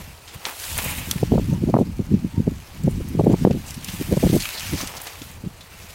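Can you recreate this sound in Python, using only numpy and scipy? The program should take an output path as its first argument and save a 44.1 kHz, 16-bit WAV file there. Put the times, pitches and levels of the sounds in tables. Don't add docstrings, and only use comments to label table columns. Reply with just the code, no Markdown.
import sys
import numpy as np
from scipy import signal
from scipy.fft import rfft, irfft
from scipy.io import wavfile
from scipy.ndimage import uniform_filter1d

SR = 44100
rng = np.random.default_rng(int(sys.argv[2]) if len(sys.argv) > 2 else 0)


def bounce(signal):
    frames = np.transpose(np.atleast_2d(signal))
    limited = np.clip(frames, -1, 1)
    pcm = np.round(limited * 32767).astype(np.int16)
    wavfile.write(sys.argv[1], SR, pcm)


N = 261954
TIME = np.arange(N) / SR
TOP_HZ = 15950

# (time [s], relative level [dB], base length [s], base pitch [Hz])
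EDDIES = [(0.095, -39.5, 0.042, 95), (0.359, -35.5, 0.024, 95), (0.862, -25, .018, 334),
          (0.982, -32.5, .022, 127), (1.086, -31.5, 0.03, 180), (1.1604, -20.5, 0.016, 173),
          (1.232, -11.5, 0.012, 296), (1.3206, -11, .015, 280), (1.347, -15.5, 0.0409, 280),
          (1.381, -17, 0.015, 443), (1.397, -14.5, 0.0063, 277), (1.529, -17, 0.021, 246),
          (1.6328, -18, 0.04, 211), (1.689, -17, 0.042, 266), (1.7418, -9.5, 0.0091, 500),
          (1.7525, -10, 0.013, 387), (1.7673, -13.5, 0.018, 520), (1.789, -14.5, 0.0079, 384),
          (1.811, -15, 0.039, 276), (1.9945, -18, 0.0075, 248), (2.008, -20, 0.035, 180),
          (2.119, -16.5, 0.03, 167), (2.144, -10, 0.025, 166), (2.25, -21.5, 0.052, 160),
          (2.38, -11.5, 0.0083, 167), (2.402, -13.5, 0.016, 183), (2.478, -13, .02, 267),
          (2.851, -16, 0.033, 164), (2.879, -12, 0.0163, 275), (3.008, -29.5, .017, 266),
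          (3.1517, -19.5, 0.022, 214), (3.196, -11, 0.015, 385), (3.21, -15, 0.0118, 290),
          (3.241, -16, 0.027, 226), (3.271, -9, 0.023, 312), (3.3, -15, 0.057, 295),
          (3.34, -13, 0.028, 340), (3.4508, -3, 0.005, 473), (3.4698, -8, 0.028, 307),
          (3.5085, -11, 0.022, 270), (3.5582, -23, 0.045, 234), (3.78, -31.5, 0.0334, 142),
          (3.946, -31.5, 0.03, 162), (4.0124, -23, 0.028, 226), (4.094, -24.5, 0.026, 190),
          (4.129, -15.5, 0.037, 278), (4.1742, -13, 0.013, 347), (4.238, -13, 0.026, 356),
          (4.255, -14.5, .024, 115), (4.2673, -13, .02, 285), (4.299, -15, 0.02, 213),
          (4.341, -13, 0.033, 260), (4.367, -14, .016, 290), (4.74, -21.5, 0.044, 196),
          (4.836, -29, 0.016, 245), (5.221, -33.5, 0.014, 258), (5.446, -30, 0.027, 222),
          (5.468, -24, 0.022, 131)]
# (time [s], level [dB])
WIND_STRENGTH = [(0.0, -42), (0.22, -60.5), (0.57, -66), (0.74, -35), (1.1, -40.5), (1.4, -24), (2.05, -39),
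                 (2.31, -51), (2.52, -30.5), (2.66, -55.5), (2.88, -28), (3.58, -32), (3.7, -44.5),
                 (4.05, -39), (4.4, -33), (4.54, -66), (4.7, -28), (4.92, -49.5), (5.14, -64), (5.28, -42),
                 (5.6, -55)]
# (time [s], level [dB], fizz compared with that level [dB])
GRASS_MOTION = [(0.0, -46, -2), (0.18, -50.5, -2), (0.42, -47, -5), (0.55, -46, 3.5), (0.65, -34.5, 2),
                (0.9, -43, 10.5), (1.14, -38, -0.5), (1.28, -43.5, -4.5), (2.0, -52, -4.5),
                (3.25, -46.5, -4.5), (3.42, -42.5, -5), (3.56, -47, -2), (3.82, -43.5, -5.5),
                (3.87, -40.5, 1.5), (4.18, -40, 1), (4.44, -35, 3), (4.58, -36.5, -2.5),
                (4.81, -34.5, -3.5), (4.92, -44, -8), (5.25, -45, -0.5), (5.44, -53.5, -3.5),
                (5.94, -44, -3.5)]
# (middle time [s], length [s], level [dB], pitch [Hz], band width [Hz])
STALK_SLIDES = [(0.67, .12, -38, 8200, 2200), (0.877, 0.15, -33, 2350, 800), (0.99, 0.16, -37, 2400, 900),
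                (2.918, 0.066, -47, 9500, 5000), (3.69, .07, -41, 6900, 6000),
                (4.33, 0.45, -41.5, 5040, 1800), (4.472, 0.13, -35.5, 2550, 450),
                (4.566, 0.088, -33.5, 4330, 1000), (4.783, 0.19, -37, 5660, 2200),
                (4.976, .025, -38.5, 5500, 3000), (5.04, 0.026, -37, 12500, 4000)]
# (time [s], level of the first 5 ms [dB], fade time [s], ring pitch [Hz], ring gain [dB])
STEM_BREAKS = [(0.277, -41.5, 0.052, 3350, 5), (0.4533, -22, 0.00032, 2880, -12),
               (0.598, -34, 0.0036, 6130, 9), (0.638, -34, .0035, 4670, 13),
               (0.779, -22, 0.0014, 10500, 22), (0.784, -26, 0.0096, 2420, 16),
               (0.845, -26, 0.0052, 12500, 4), (0.902, -35, .0033, 2360, 17), (1.112, -18, 0.0019, 6200, 8),
               (1.112, -22.5, 0.002, 3400, 17), (1.535, -43.5, 0.0077, 6160, 25),
               (2.139, -47, 0.025, 2580, 2), (2.836, -40.5, .0018, 7600, 16),
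               (3.085, -42.5, .0095, 11600, 9), (3.5097, -33.5, .0046, 2540, 16),
               (3.7425, -36.5, .0085, 5150, -10), (3.8451, -29, 0.0037, 5900, -21),
               (3.884, -31.5, .016, 3100, 8), (4.402, -26.5, .012, 4270, 4), (4.422, -27, .0048, 4500, 19),
               (4.4545, -25, 0.0028, 2510, 19), (4.596, -29, 0.0031, 4050, 4),
               (4.8127, -27.5, 0.0011, 6050, 24), (4.873, -28.5, .0025, 4570, 9),
               (5.016, -33, 0.0049, 12000, -11), (5.069, -33, 0.011, 3730, -11),
               (5.218, -36, .007, 3500, 4), (5.608, -42, .014, 3640, 21)]
# (peak time [s], relative level [dB], fade time [s])
LEAF_CRUSHES = [(0.01, -41, 0.021), (0.345, -37, 0.013), (0.47, -28.5, 0.028), (0.514, -38, 0.035),
                (0.787, -27.5, 0.012), (0.86, -33.5, .19), (3.68, -42, .04), (3.93, -44.5, 0.13),
                (4.556, -35, 0.023), (4.811, -32, 0.023), (4.91, -37, 0.15), (4.974, -37.5, 0.0069),
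                (5.067, -35.5, .012), (5.17, -51, 0.096)]
# (start time [s], length [s], pitch [Hz], level [dB])
BIRD_CALLS = [(1.489, 0.1, 934, -49), (2.327, 0.087, 930, -50.5)]
# (frequency [Hz], relative level [dB])
STALK_TONE = [(600, -9), (1500, -3), (2000, 0), (2450, 1.5), (3000, -0.5), (3500, -3.5), (4400, -2.5),
              (5500, -5), (6400, -5.5), (8500, -11), (16000, -56)]
# (frequency [Hz], relative level [dB])
BLADE_TONE = [(3000, -3.5), (5500, -8.5), (7000, -4.5), (9000, -3.5), (10800, -3.5), (13000, -3.5),
              (16000, -7.5)]
# (frequency [Hz], relative level [dB])
LEAF_TONE = [(150, -12.5), (400, -4.5), (900, 1), (1500, -5.5), (2500, -5), (5000, -14.5)]
# (frequency [Hz], relative level [dB])
FIELD_TONE = [(180, -45), (300, 0.5), (440, 0), (478, 1.5), (787, 0), (870, 1.5), (1530, -5.5),
              (2610, -10.5), (2790, -13), (3700, -14.5), (16000, -22.5)]


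def wind_thumps(lumpy_db=4.5, pop_s=0.014):
    out = np.zeros(N)
    t = TIME[:SR // 5] - 0.1
    for when, db, length, hz in EDDIES:
        cutoff_hz = 1.187 * hz * (hz / 280) ** 0.23
        count = int(1.197 * length * SR)
        lumps = shaped(rng.standard_normal(count), lambda f: 1 / (1 + (f / 200) ** 4))
        puff = even_noise(count) * amp(lumpy_db * lumps) * signal.windows.tukey(count, 0.8)
        swirl, pop = np.zeros((2, len(t)))
        add(swirl, -t[0] - count / SR / 2, puff)
        add(pop, -t[0], rng.choice([-1., 1.], 1))
        pop_share = 1 / (1 + (length / pop_s) ** 2)
        thump = np.sqrt(1 - pop_share) * on_microphone(swirl, cutoff_hz)
        thump += np.sqrt(pop_share) * on_microphone(pop, 1.09 * cutoff_hz)
        add(out, when + t[0], amp(db) * unit(thump) * np.sqrt(length * SR / len(t)))
    return amp(-1.63) * out


def wind_rumble():
    def near_thumps(reach_s):
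        return np.sqrt(sum(amp(db) ** 2 * length / reach_s * np.exp(-((TIME - when) / reach_s) ** 2)
                           for when, db, length, _ in EDDIES))
    wind = amp(follow(WIND_STRENGTH))
    swell_tone = [(20, -13), (40, -6.5), (65, -4.5), (90, -3), (160, -18), (500, -91)]
    swell = coloured(rng.standard_normal(N), swell_tone)
    small_eddies = unit(rng.standard_normal(N) * amp(4.1 * wander(43)))
    flutter = on_microphone(small_eddies, cutoff_hz=169)
    swell_level = np.hypot(amp(-13) * wind ** 0.62, amp(-24) * near_thumps(reach_s=0.038))
    flutter_level = np.hypot(wind, amp(-12.5) * near_thumps(reach_s=0.029))
    return swell_level * swell + flutter_level * flutter


def on_microphone(swirl, cutoff_hz, bass_hz=155, ring_q=1.13):
    def gain(f):
        treble_cut = np.exp(-(f / cutoff_hz) ** 1.37) / np.sqrt(1 + (f / 1250) ** 8)
        s = 1j * f / bass_hz
        bass_cut = s ** 2 / (s ** 2 + s / ring_q + 1)
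        return treble_cut * bass_cut
    return shaped(swirl, gain)


def membrane_slap(wind, slap_db=0.5, above_hz=1500):
    treble = signal.butter(3, above_hz, "high", fs=SR, output="sos")
    return wind + amp(slap_db) * signal.sosfilt(treble, np.tanh(wind) ** 5)


def grass_swish(spurt_db=0.26, shake_db=-12.5):
    motion = amp(follow(GRASS_MOTION) + spurt_db * wander(4.7))
    level = np.hypot(motion, amp(shake_db) * crush_level())
    rub = friction(per_s=730, spread_db=4.0, grain_share=0.19, flicker_db=1.27)
    rub = patchy(rub, depth_db=1.78)
    stalks = amp(-1.0) * coloured(rub, STALK_TONE)
    shifted_rub = signal.hilbert(rub).imag
    blades = amp(follow(GRASS_MOTION, column=2) - 0.2) * coloured(shifted_rub, BLADE_TONE)
    return level * (stalks + blades)


def friction(per_s, spread_db, grain_share, flicker_db):
    slips = (rng.random(N) < per_s / SR) * amp(spread_db * np.minimum(rng.exponential(1, N), 4.5))
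    slip_energy = signal.lfilter([1], [1, -np.exp(-1 / (0.00012 * SR))], slips ** 2)
    grains = rng.standard_normal(N) * unit(np.sqrt(slip_energy))
    rub = np.sqrt(1 - grain_share) * rng.standard_normal(N) + np.sqrt(grain_share) * grains
    return rub * amp(flicker_db * wander(38))


def patchy(x, depth_db):
    spectrum = signal.stft(x, nperseg=512)[2]
    patches = uniform_filter1d(rng.standard_normal(spectrum.shape), size=6, axis=0)
    patches = unit(uniform_filter1d(patches, size=7, axis=1))
    return signal.istft(spectrum * amp(depth_db * patches))[1][:N]


def stalk_scrapes():
    out = np.zeros(N)
    slips = friction(per_s=210, spread_db=3.5, grain_share=0.19, flicker_db=3.5)
    for middle, length, db, hz, width in STALK_SLIDES:
        stroke = np.cos(np.pi * np.clip((TIME - middle) / length, -0.5, 0.5))
        buzz = signal.lfilter(*signal.iirpeak(hz, hz / width, fs=SR), slips)
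        buzz = signal.lfilter(*signal.iirpeak(hz, hz / (2 * width), fs=SR), buzz)
        out += amp(db) * stroke * unit(buzz)
    return out


def stem_snaps(shiver_db=-21, shiver_s=0.0097, ring_width_hz=380):
    out, t = np.zeros(N), TIME[:SR // 8]
    for when, db, fade_s, ring_hz, ring_db in STEM_BREAKS:
        burst = even_noise(len(t)) * (np.exp(-t / fade_s) + amp(shiver_db) * np.exp(-t / shiver_s))
        burst[0] += 1.8
        thinness = ring_hz / 5000
        high_hz = min(11400 * thinness, TOP_HZ)
        low_hz = min(2160 * thinness ** 1.33, high_hz / np.sqrt(2))
        band = signal.butter(3, [low_hz, high_hz], "band", fs=SR, output="sos")
        ring = signal.lfilter(*signal.iirpeak(ring_hz, ring_hz / ring_width_hz, fs=SR), burst)
        crack = signal.sosfilt(band, burst) + amp(ring_db) * ring
        add(out, when, amp(db) * crack / np.std(crack[:SR // 200]))
    return out


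def leaf_crunch(drag_db=-8):
    level = np.hypot(crush_level(), amp(follow(GRASS_MOTION) + drag_db))
    crackle = friction(per_s=300, spread_db=1.5, grain_share=0.39, flicker_db=1.3)
    return amp(-1.0) * level * coloured(crackle, LEAF_TONE)


def crush_level(rise_share=0.74):
    return sum(amp(db) * np.exp(-np.maximum((peak - TIME) / rise_share, TIME - peak) / fade_s)
               for peak, db, fade_s in LEAF_CRUSHES)


def stem_taps(per_s=88, stems=24, spread_db=1.5, fade_s=0.0043, relative_db=-10):
    out, t = np.zeros(N), TIME[:SR // 60]
    for hz in np.geomspace(2200, 12500, stems):
        hits = rng.random(N) < per_s / stems / SR
        taps = hits * amp(spread_db * np.minimum(rng.exponential(1, N), 2))
        ring = np.sin(2 * np.pi * hz * rng.uniform(1.0, 1.05) * t) + 2.3 * rng.standard_normal(len(t))
        out += signal.oaconvolve(taps, ring * np.exp(-t / fade_s))[:N]
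    bright_taps = shaped(out, lambda f: 1 / (1 + (1600 / f) ** 4))
    return amp(relative_db + follow(GRASS_MOTION)) * bright_taps


def far_bird(blur_hz=22):
    out = np.zeros(N)
    for start, length, hz, db in BIRD_CALLS:
        count = int(length * SR)
        cycles = np.cumsum(hz + blur_hz * wander(70)[:count]) / SR
        hoot = np.sin(2 * np.pi * cycles) * signal.windows.tukey(count, 0.7)
        add(out, start, amp(db) * unit(hoot))
    return out


def field_hiss(level_db=-51):
    return amp(level_db + 0.067 * wander(8.0)) * coloured(rng.standard_normal(N), FIELD_TONE)


def amp(db):
    return 10 ** (np.asarray(db) / 20)


def unit(x):
    return x / np.sqrt(np.mean(x ** 2) + 1e-20)


def follow(rows, column=1):
    rows = np.asarray(rows)
    return np.interp(TIME, rows[:, 0], rows[:, column])


def add(mix, start_s, sound):
    part = mix[max(round(start_s * SR), 0):][:len(sound)]
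    part += sound[:len(part)]


def shaped(x, gain):
    hz = np.fft.rfftfreq(len(x), 1 / SR) + 1
    return unit(irfft(rfft(x) * gain(hz), len(x)))


def coloured(x, tone):
    hz, db = np.transpose(tone)
    return shaped(x, lambda f: amp(np.interp(np.log(f), np.log(hz), db)) * np.minimum(f / hz[0], 1) ** 2)


def wander(rate_hz):
    return shaped(rng.standard_normal(N), lambda f: 1 / (1 + (f / rate_hz) ** 4))


def even_noise(count):
    return unit(irfft(np.exp(2j * np.pi * rng.random(count // 2 + 1)), count))


def limiter(x, limit_db=-4.0, recovery_db_per_s=90):
    over_db = np.maximum(20 * np.log10(abs(x) + 1e-9) - limit_db, 0)
    recovery = TIME * recovery_db_per_s
    dip_db = np.maximum.accumulate(over_db + recovery, axis=-1) - recovery
    smooth_dip_db = signal.lfilter(*signal.butter(1, 30, fs=SR), dip_db)
    return x / amp(smooth_dip_db)


def scene():
    plants = grass_swish() + stalk_scrapes() + stem_taps() + leaf_crunch() + stem_snaps()
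    background = field_hiss() + far_bird()
    wind = membrane_slap(wind_rumble() + wind_thumps())
    return (plants + background + wind)[None]


def record(dry):
    limited = limiter(dry)
    rounded = limited / (1 + limited ** 8) ** (1 / 8)
    treble_cut = signal.firwin(511, TOP_HZ, window=("kaiser", 9), fs=SR)
    return signal.oaconvolve(rounded, treble_cut[None], "same")


dry = scene()
out = record(dry)
bounce(out)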